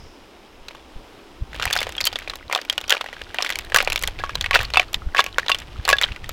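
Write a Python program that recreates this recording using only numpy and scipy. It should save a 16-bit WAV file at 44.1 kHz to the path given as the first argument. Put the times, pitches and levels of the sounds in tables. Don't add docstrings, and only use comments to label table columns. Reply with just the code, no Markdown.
import sys
import numpy as np
from scipy import signal
from scipy.fft import rfft, irfft
from scipy.io import wavfile

SR = 44100
rng = np.random.default_rng(int(sys.argv[2]) if len(sys.argv) > 2 else 0)


def generate_wav(signal):
    frames = np.transpose(np.atleast_2d(signal))
    scaled = np.clip(frames, -1, 1) * 32767
    pcm = np.round(scaled).astype(np.int16)
    wavfile.write(sys.argv[1], SR, pcm)


N = 278712

# t/s, peak/dB, pitch/Hz, thud/dB, crack/dB (the last two relative)
KNOCKS = [(0.684,-21,3740,-11,-16),(0.7088,-27,2220,2,-28),(0.7493,-24,990,-1,-18),(1.531,-25,1750,-20,-22),(1.5452,-20,1650,-2,-17),
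          (1.5613,-25,2250,3,-9),(1.5979,-13.5,1230,-5,-20),(1.615,-17,1520,-16,-25),(1.6242,-9.5,3570,-16,-16),(1.6295,-11.5,1620,-8,-15.5),
          (1.639,-19,3400,-14,-15),(1.6543,-8,1950,-17,-7.5),(1.667,-17,1000,-23,-20.5),(1.6771,-12.5,2600,-19,-32),(1.702,-15,2720,-17,-21),
          (1.7088,-11.5,1720,-3,-10),(1.7285,-7.5,3500,-20,-5.5),(1.733,-14,4410,-33,-2),(1.7539,-16.5,820,-7,-3),(1.764,-5.5,1600,-12,-16),
          (1.775,-12.5,5030,-22,-9),(1.7883,-11.5,3320,-11,-20),(1.8048,-16.5,5460,-3,-3),(1.8158,-9.5,2110,-1,-18),(1.8292,-17,3400,-11,-4),
          (1.8686,-13.5,1050,10.5,-29),(1.8917,-18.5,1880,3,-7),(1.9225,-24,3250,-26,-3.5),(1.9513,-25,3570,-29,-39),(1.9664,-24,2900,2,-5),
          (1.9807,-13,3260,-46,-29),(2.0052,-8.5,2110,-16,-14),(2.0108,-8.5,4640,-28,-10),(2.0411,-11.5,4430,-36,-24),(2.0532,-11.5,4400,-28,7),
          (2.0615,-16,2980,-26,-1),(2.068,-9.5,4610,-48,-26),(2.07,-4.5,3110,-43,-3),(2.1278,-17,3320,-2,-17),(2.1573,-11,3430,-8,-26),
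          (2.188,-21.5,2030,-24,-5),(2.2197,-21.5,1810,-6,-35),(2.276,-15,2350,-4,-32),(2.2977,-12,4100,-15,-25),(2.3353,-22,1100,-9,-26),
          (2.3559,-22,3870,-2,0.5),(2.498,-15,1100,-3,-25),(2.513,-14,2160,-5,-34),(2.526,-7.5,2110,-10,-11.5),(2.532,-12,1120,-24,-25),
          (2.5496,-3,3560,-12.5,-18),(2.5597,-9,1140,-21,-14),(2.5762,-14.5,3400,-9,-31),(2.589,-13,1730,-5,-35),(2.615,-18.5,5320,-7,-13),
          (2.65,-24.5,2420,-2,-12),(2.6982,-5.5,3230,-33,-12.5),(2.7269,-18.5,3100,-7,-6),(2.7792,-7,2900,-9,-14),(2.8128,-20,3700,-3,-6.5),
          (2.8404,-21,2880,-11,-31),(2.8795,-21,5050,-5,-8),(2.8957,-8,3240,-31.5,-4.5),(2.905,-2,3330,-23,-6.5),(2.9171,-10.5,1760,-25,-19),
          (2.9243,0.5,2760,-10.5,-41),(2.9377,-14,2490,5,-31),(2.948,-8.5,1420,2.5,-25),(2.968,-14,2430,-5,-32),(3.0109,-11,1190,-2,-20),
          (3.0417,-19,840,-7,-16),(3.0614,-16.5,1830,-4,-26),(3.0871,-19.5,2800,-5,-32),(3.129,-20,1970,-6,-20),(3.2152,-17.5,1650,-1,-28),
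          (3.3445,-14.5,1700,-5,-10.5),(3.3858,-5,2740,-8,-35),(3.4049,-14.5,1180,-14,-26),(3.4236,-8,5200,-15,-10),(3.447,-13,1550,-12,-14),
          (3.463,-12.5,2250,-22,-16),(3.4918,-16,2000,-24,-8),(3.5026,-13,2050,-16,-4),(3.51,-18,2000,-21,-10),(3.524,-14,3250,-13,-20),
          (3.5564,-11.5,2270,-31,-10),(3.5878,-12,2100,-20,-4),(3.6483,-28,3940,-7,-8),(3.6995,-26.5,2420,-7,-10),(3.721,-12.5,1680,-2,-24),
          (3.7451,1.5,2740,-4,-9),(3.7513,-7,1530,-12,-12),(3.7609,4.5,1730,-25,-6),(3.7708,-6,1170,-25,-2.5),(3.7858,-4.5,2730,-13.5,-16),
          (3.8037,-1,1900,-12,-26),(3.8261,-14,3780,9,-4),(3.8475,-18,4870,-22,-9),(3.8745,-5,2410,2.5,-45),(3.9006,-9.5,2720,-8,-8.5),
          (3.9215,-8.5,2690,-26,-15),(3.929,-14,1710,-6,-1.5),(3.9594,-9.5,2300,-12,-6.5),(3.9762,-14.5,3210,-19,-19),(3.992,-23,3780,-26,-3),
          (4.014,-25,2780,-20,-4),(4.0247,-21,1300,2,6),(4.036,-10.5,3260,-16,-4.5),(4.0388,-10.5,2070,-23,-17),(4.075,-11,3320,-30,-3.5),
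          (4.0833,-16.5,1750,1,-17),(4.189,-21,2660,-18,-33),(4.197,-19,1300,10,-30),(4.2378,-9.5,1230,-6,-27),(4.2937,-18,1200,-26,-54),
          (4.3541,-8,3960,-5.5,-14),(4.4106,-7,3380,-17,-12.5),(4.4426,-12.5,1890,-35,-20),(4.461,-11.5,2220,-29,-22),(4.51,-4,1970,-6.5,-29),
          (4.5315,-9,2600,-22,-31),(4.542,-4.5,1830,-6,-26),(4.5451,-3,2530,-16,-38),(4.5491,-3.5,3500,3,-9),(4.5567,2,1600,-22,-43),
          (4.5617,-1,1860,1,-28),(4.5908,-8.5,2480,-7,-31),(4.6047,-11,1730,-9,-24),(4.612,-16,1760,-3,-11),(4.62,-20,3040,-8,-19),
          (4.6298,-21,1230,5,-0.5),(4.6507,-17.5,4350,-25,-18),(4.7027,-22.5,2510,-5,-12),(4.7371,-7,3790,-12.5,-26),(4.744,-10.5,1210,-16,-24),
          (4.7575,-7.5,2530,-12,-43),(4.771,1.5,1120,-4.5,-48),(4.7964,2,2580,-15,-25),(4.828,-30,2350,-7,-12),(4.931,-21.5,3030,-3,-1),
          (4.9429,-6,3620,-18,-14),(5.1482,-8.5,1690,-12,-22),(5.1633,-11.5,1640,-8,-30),(5.1692,-9.5,2560,-13,-34),(5.1784,-17,3280,-13,-14),
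          (5.1821,-3.5,2450,-21,-32),(5.186,-10.5,3460,-28,-29),(5.1927,4.5,1147,-10.5,-39),(5.204,-3,3350,-12,-20),(5.241,-14.5,2320,-4,-7),
          (5.2636,-12,2540,-9,-14.5),(5.3833,1,1550,-7.5,-19.5),(5.395,-13.5,1620,-31,-27),(5.4305,-21,1850,-23,-46),(5.4628,-17.5,3620,-5,-25),
          (5.483,-7,3430,-15,-26),(5.4947,-7,1680,-31,-11),(5.4998,-9,1150,-4,-9.5),(5.517,-2,2770,-48,-31),(5.5464,-10.5,2800,-13,-13),
          (5.5869,-24,5900,-16,-4),(5.6007,-25,2620,-19,-6),(5.6182,-28,1860,-15,-40),(5.852,-10.5,4260,-5,-14.5),(5.8781,-6.5,1150,-6,-9),
          (5.8846,-8,1680,-26,-24),(5.89,-2.5,2420,-14,-4),(5.9007,-4,2390,-2,-9),(5.911,-5.5,2100,-5,-13),(5.9285,-0.5,1760,7,-36),
          (5.9671,-18.5,3500,-8,-11),(5.9848,-8.5,3500,-30,-46),(6.0137,-5.5,1900,-18,-10.5),(6.0237,-7.5,2000,-30,-14),(6.0345,-3.5,3800,-30,-34),
          (6.0397,-3,3170,-32,-44),(6.0863,-22,1940,-20,-32),(6.1196,-20.5,2640,-24,-44.5),(6.162,-25,2000,-9,-22),(6.2426,-22.5,2010,-19,-22),
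          (6.292,-16,1290,1.5,-2.5)]


def shells(hits, count=26):
    t60_s, damping_slope = .0135, .2
    free_below_db, free_ring_per_db = -21.5, .1
    onsets, peak_db, pitch, thud_db, crack_db = hits
    tuning, strength, decay = np.hsplit(rng.random((len(onsets), 3 * count)), 3)
    hz = 500 * (8000 / 500) ** ((np.arange(-3, count - 3) + tuning) / (count - 3))
    hz[:, :3] = pitch * (1 + .14 * (tuning[:, :3] - .5) * [0, 2, -2])
    octaves = np.log2(hz / pitch)
    low_db = np.clip(-octaves / np.maximum(np.log2(pitch / 700), .3), 0, 1) * thud_db
    high_db = np.clip(octaves / np.maximum(np.log2(9000 / pitch), .3), 0, 1) * (crack_db + 4.5)
    level_db = low_db + high_db - 4 + 10 * (strength - .5)
    level_db[:, :3] = [0, -3, -3]
    t60 = t60_s * (2000 / hz) ** damping_slope * (.7 + .6 * decay)
    t60[:, :1] *= 1 + free_ring_per_db * np.maximum(free_below_db - thud_db, 0)
    t = np.arange(1200) / SR
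    modes = np.sin(2 * np.pi * hz[..., None] * t) * from_db(level_db[..., None] - 60 * t / t60[..., None])
    attack = 1 - np.exp(-t / .00036)
    knocks = modes.sum(axis=1) * attack
    return place(onsets[:, 0], from_db(peak_db) * knocks / abs(knocks).max(axis=1, keepdims=True))


def cracks(hits, t60_s=.0093):
    onsets, peak_db, _, _, crack_db = hits
    t = np.arange(1200) / SR
    envelopes = from_db(peak_db + crack_db - 2 - 60 * t / t60_s)
    bursts = rng.standard_normal(envelopes.shape) * envelopes
    bright = signal.butter(2, [5500, 14500], "band", fs=SR, output="sos")
    return signal.sosfilt(bright, place(onsets[:, 0], bursts) + 1e-18)


def knocks_and_rebounds(rebound_db=-23, spread_db=10):
    knocks = np.transpose(KNOCKS)
    lag, strength, tuning = rng.random((len(KNOCKS), 3)).T
    rebounds = knocks.copy()
    rebounds[0] = np.minimum(knocks[0] + .005 + .023 * lag, N / SR)
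    rebounds[1] += rebound_db + spread_db * (strength - .5)
    rebounds[2] = 900 * (5000 / 900) ** tuning
    return np.hstack([knocks, rebounds])[:, :, None]


def clay_pot(falloff_db_per_octave=21.6):
    # f/Hz, gain/dB, t60/s
    modes = [(735, -1, 0.059), (1114, -4, 0.11), (1665, 3.5, 0.067), (2650, 11.5, 0.039), (3500, 7, 0.061),
             (4740, 18.5, 0.015)]
    # t/s, strength/dB, f/Hz of the mode struck best
    blows = [(1.6539, -22, 735), (1.7285, -23.5, 3500), (1.7607, -17.5, 735), (1.79, -26, 3500),
             (2.5595, -18, 735), (2.9192, -15.5, 1665), (3.3866, -19, 735), (3.7633, -19, 1114),
             (3.8255, -23, 735), (4.204, -29.5, 1665), (4.2378, -19, 1114), (4.2953, -31, 1665),
             (4.511, -15, 1114), (4.5563, -19, 2650), (4.6289, -29, 1114), (4.7705, -14, 735),
             (4.772, -12, 2650), (4.7954, -12.5, 735), (5.147, -18, 1114), (5.1873, -21, 1114),
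             (5.19, -11, 1665), (5.262, -27.5, 1114), (5.4955, -12.5, 1114), (5.5176, -22.5, 3500),
             (5.89, -8, 1114), (5.9294, -6, 1665)]
    onsets, blow_db, best_hz = np.transpose(blows)
    out = np.zeros(N)
    for hz, gain_db, t60 in modes:
        drive_db = blow_db + gain_db - falloff_db_per_octave * abs(np.log2(hz / best_hz))
        out += ring(impulses(onsets, drive_db), hz, t60)
    return out


def patter(median_per_s=5000, count=24):
    # t/s, level/dB
    pour = [(.58, -58), (.68, -53), (.76, -52), (.82, -56.5), (1.46, -60), (1.62, -40.5), (1.83, -36.5),
            (1.93, -52), (2.3, -47), (2.42, -58), (2.9, -51), (3.1, -47.5), (3.3, -48), (3.5, -39.5),
            (3.66, -51), (4.14, -50.5), (4.6, -41.5), (4.85, -64), (5.66, -50.5), (5.9, -46), (6.32, -50)]
    # f/Hz, gain/dB
    colour = [(400, -9), (1200, -0.5), (3200, 18), (6000, -7), (10000, -37), (16000, -30)]
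    sizes = from_db(4 * np.minimum(rng.exponential(1, N), 4)) * rng.choice([-1, 1], N)
    touches = rng.random(N) < median_per_s * from_db(4 * drift(150)) / SR
    voice = rng.integers(0, count, N)
    rings = sum(from_db(at_hz(colour, hz)) * ring(sizes * touches * (voice == k), hz, 6 / hz + .00051)
                for k, hz in enumerate(np.geomspace(500, 15500, count)))
    jostle = from_db(-14) * settling(settle_s=.0051)
    slide = from_db(-41.5) * settling(settle_s=.031)
    return (from_db(in_time(pour)) + jostle + slide) * rms_one(rings)


def settling(settle_s):
    onsets, peak_db = np.transpose(KNOCKS)[:2]
    return signal.lfilter([1], [1, -np.exp(-1 / (settle_s * SR))], impulses(onsets, peak_db))


def drips(per_s=45, t60_cycles=24, count=14):
    # t/s, typical peak/dB
    levels = [(1.5, -60), (1.7, -39.5), (3.2, -34.5), (5.7, -36.5), (6.32, -35.5)]
    falls = rng.random(N) < per_s / SR
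    drops = falls * from_db(in_time(levels) + 5.1 * rng.standard_normal(N))
    voice = rng.integers(0, count, N)
    pitches = np.geomspace(1300, 5500, count)
    return sum(ring(drops * (voice == k), hz, t60_cycles / hz) for k, hz in enumerate(pitches))


def basket(x, t60_s=.021, count=120):
    echoes = np.zeros(int(.03 * SR))
    lags = rng.integers(60, len(echoes), size=count)
    echoes[lags] = rng.choice([-1, 1], size=count) * from_db(-60 * lags / SR / t60_s)
    dull = signal.butter(1, 4000, fs=SR, output="sos")
    return signal.sosfilt(dull, signal.fftconvolve(x, echoes)[:N])


def wind():
    # t/s, level/dB
    breeze = [(0.0, -42), (0.21, -55.5), (1.37, -47), (1.53, -38), (2.8, -51.5), (3.36, -50), (3.92, -33),
              (5.67, -40), (6.32, -32.5)]
    # f/Hz, relative density/dB
    colour = [(8.8, -41), (15, 9), (32, -2), (51, 0.5), (88, -5), (172, -17), (250, -26.5), (320, -57),
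              (550, -120)]
    # t/s, strength/dB
    buffets = [(0.589, -41), (0.945, -30), (1.399, -19.5), (1.652, -30.5), (2.01, -35), (2.117, -41),
               (2.451, -37.5), (3.277, -38), (3.728, -31), (3.875, -31), (4.004, -28), (4.576, -29.5),
               (4.947, -28), (5.049, -20.5), (5.776, -24.5), (6.091, -23)]
    onsets, buffet_db = np.transpose(buffets)[:, :, None]
    u = (np.arange(2200) / SR - .024) / .004
    pushes = place(onsets[:, 0], from_db(buffet_db + .5) * u * np.exp(-u ** 2 / 2))
    swells = place(onsets[:, 0], from_db(buffet_db - 2) * np.exp(-(u / 2) ** 2 / 2))
    gusting = from_db(in_time(breeze) + 4.6 * drift(13))
    return (gusting + swells) * coloured(colour) + pushes


def garden(level_db=-47):
    # f/Hz, relative density/dB
    colour = [(90, -35), (180, -5), (330, 2.5), (550, -4), (900, -5), (1800, -13.5), (3200, -13.5),
              (5500, -24.5), (9000, -29.5), (15900, -35.5)]
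    return from_db(level_db + drift(2.86)) * coloured(colour)


def chirr():
    # t/s, level/dB
    fade = [(0.0, -54), (.3, -67), (.5, -65.5)]
    # f/Hz, relative density/dB
    colour = [(3800, -24), (5100, 3), (7300, -20), (8600, -39.5)]
    return from_db(in_time(fade)) * coloured(colour)


def from_db(db):
    return 10 ** (np.asarray(db) / 20)


def rms_one(x):
    return x / np.sqrt(np.mean(x ** 2) + 1e-20)


def in_time(rows):
    return np.interp(np.arange(N) / SR, *np.transpose(rows))


def at_hz(spectrum, hz):
    points_hz, level_db = np.transpose(spectrum)
    return np.interp(np.log(hz), np.log(points_hz), level_db)


def coloured(spectrum):
    hz = np.maximum(np.arange(N // 2 + 1) * SR / N, 1)
    return rms_one(irfft(rfft(rng.standard_normal(N)) * from_db(at_hz(spectrum, hz)), N))


def drift(per_s):
    points = rng.standard_normal(int(N / SR * per_s) + 2)
    return np.interp(np.arange(N) / SR * per_s, np.arange(len(points)), points)


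def impulses(onsets, level_db):
    clicks = np.zeros(N)
    clicks[np.round(onsets * SR).astype(int)] = from_db(level_db)
    return clicks


def ring(clicks, hz, t60):
    r, w = from_db(-60 / (t60 * SR)), 2 * np.pi * hz / SR
    return signal.lfilter([0, np.sin(w)], [1, -2 * r * np.cos(w), r * r], clicks + 1e-18)


def place(onsets, sounds):
    out = np.zeros(N + sounds.shape[1])
    for onset, sound in zip(onsets, sounds):
        start = round(onset * SR)
        out[start:start + len(sound)] += sound
    return out[:N]


def scene():
    hits = knocks_and_rebounds()
    pour = shells(hits) + cracks(hits) + clay_pot() + patter() + drips()
    low_cut = signal.butter(3, 500, "high", fs=SR, output="sos")
    pour = signal.sosfilt(low_cut, pour)
    ambience = garden() + chirr()
    echoes = from_db(-17) * basket(pour)
    return (pour + echoes + wind() + ambience)[None]


def record(dry, cutoff_hz=16100):
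    high_cut = signal.ellip(12, .5, 75, cutoff_hz, fs=SR, output="sos")
    return signal.sosfilt(high_cut, np.clip(dry, -.98, .98))


dry = scene()
out = record(dry)
generate_wav(out)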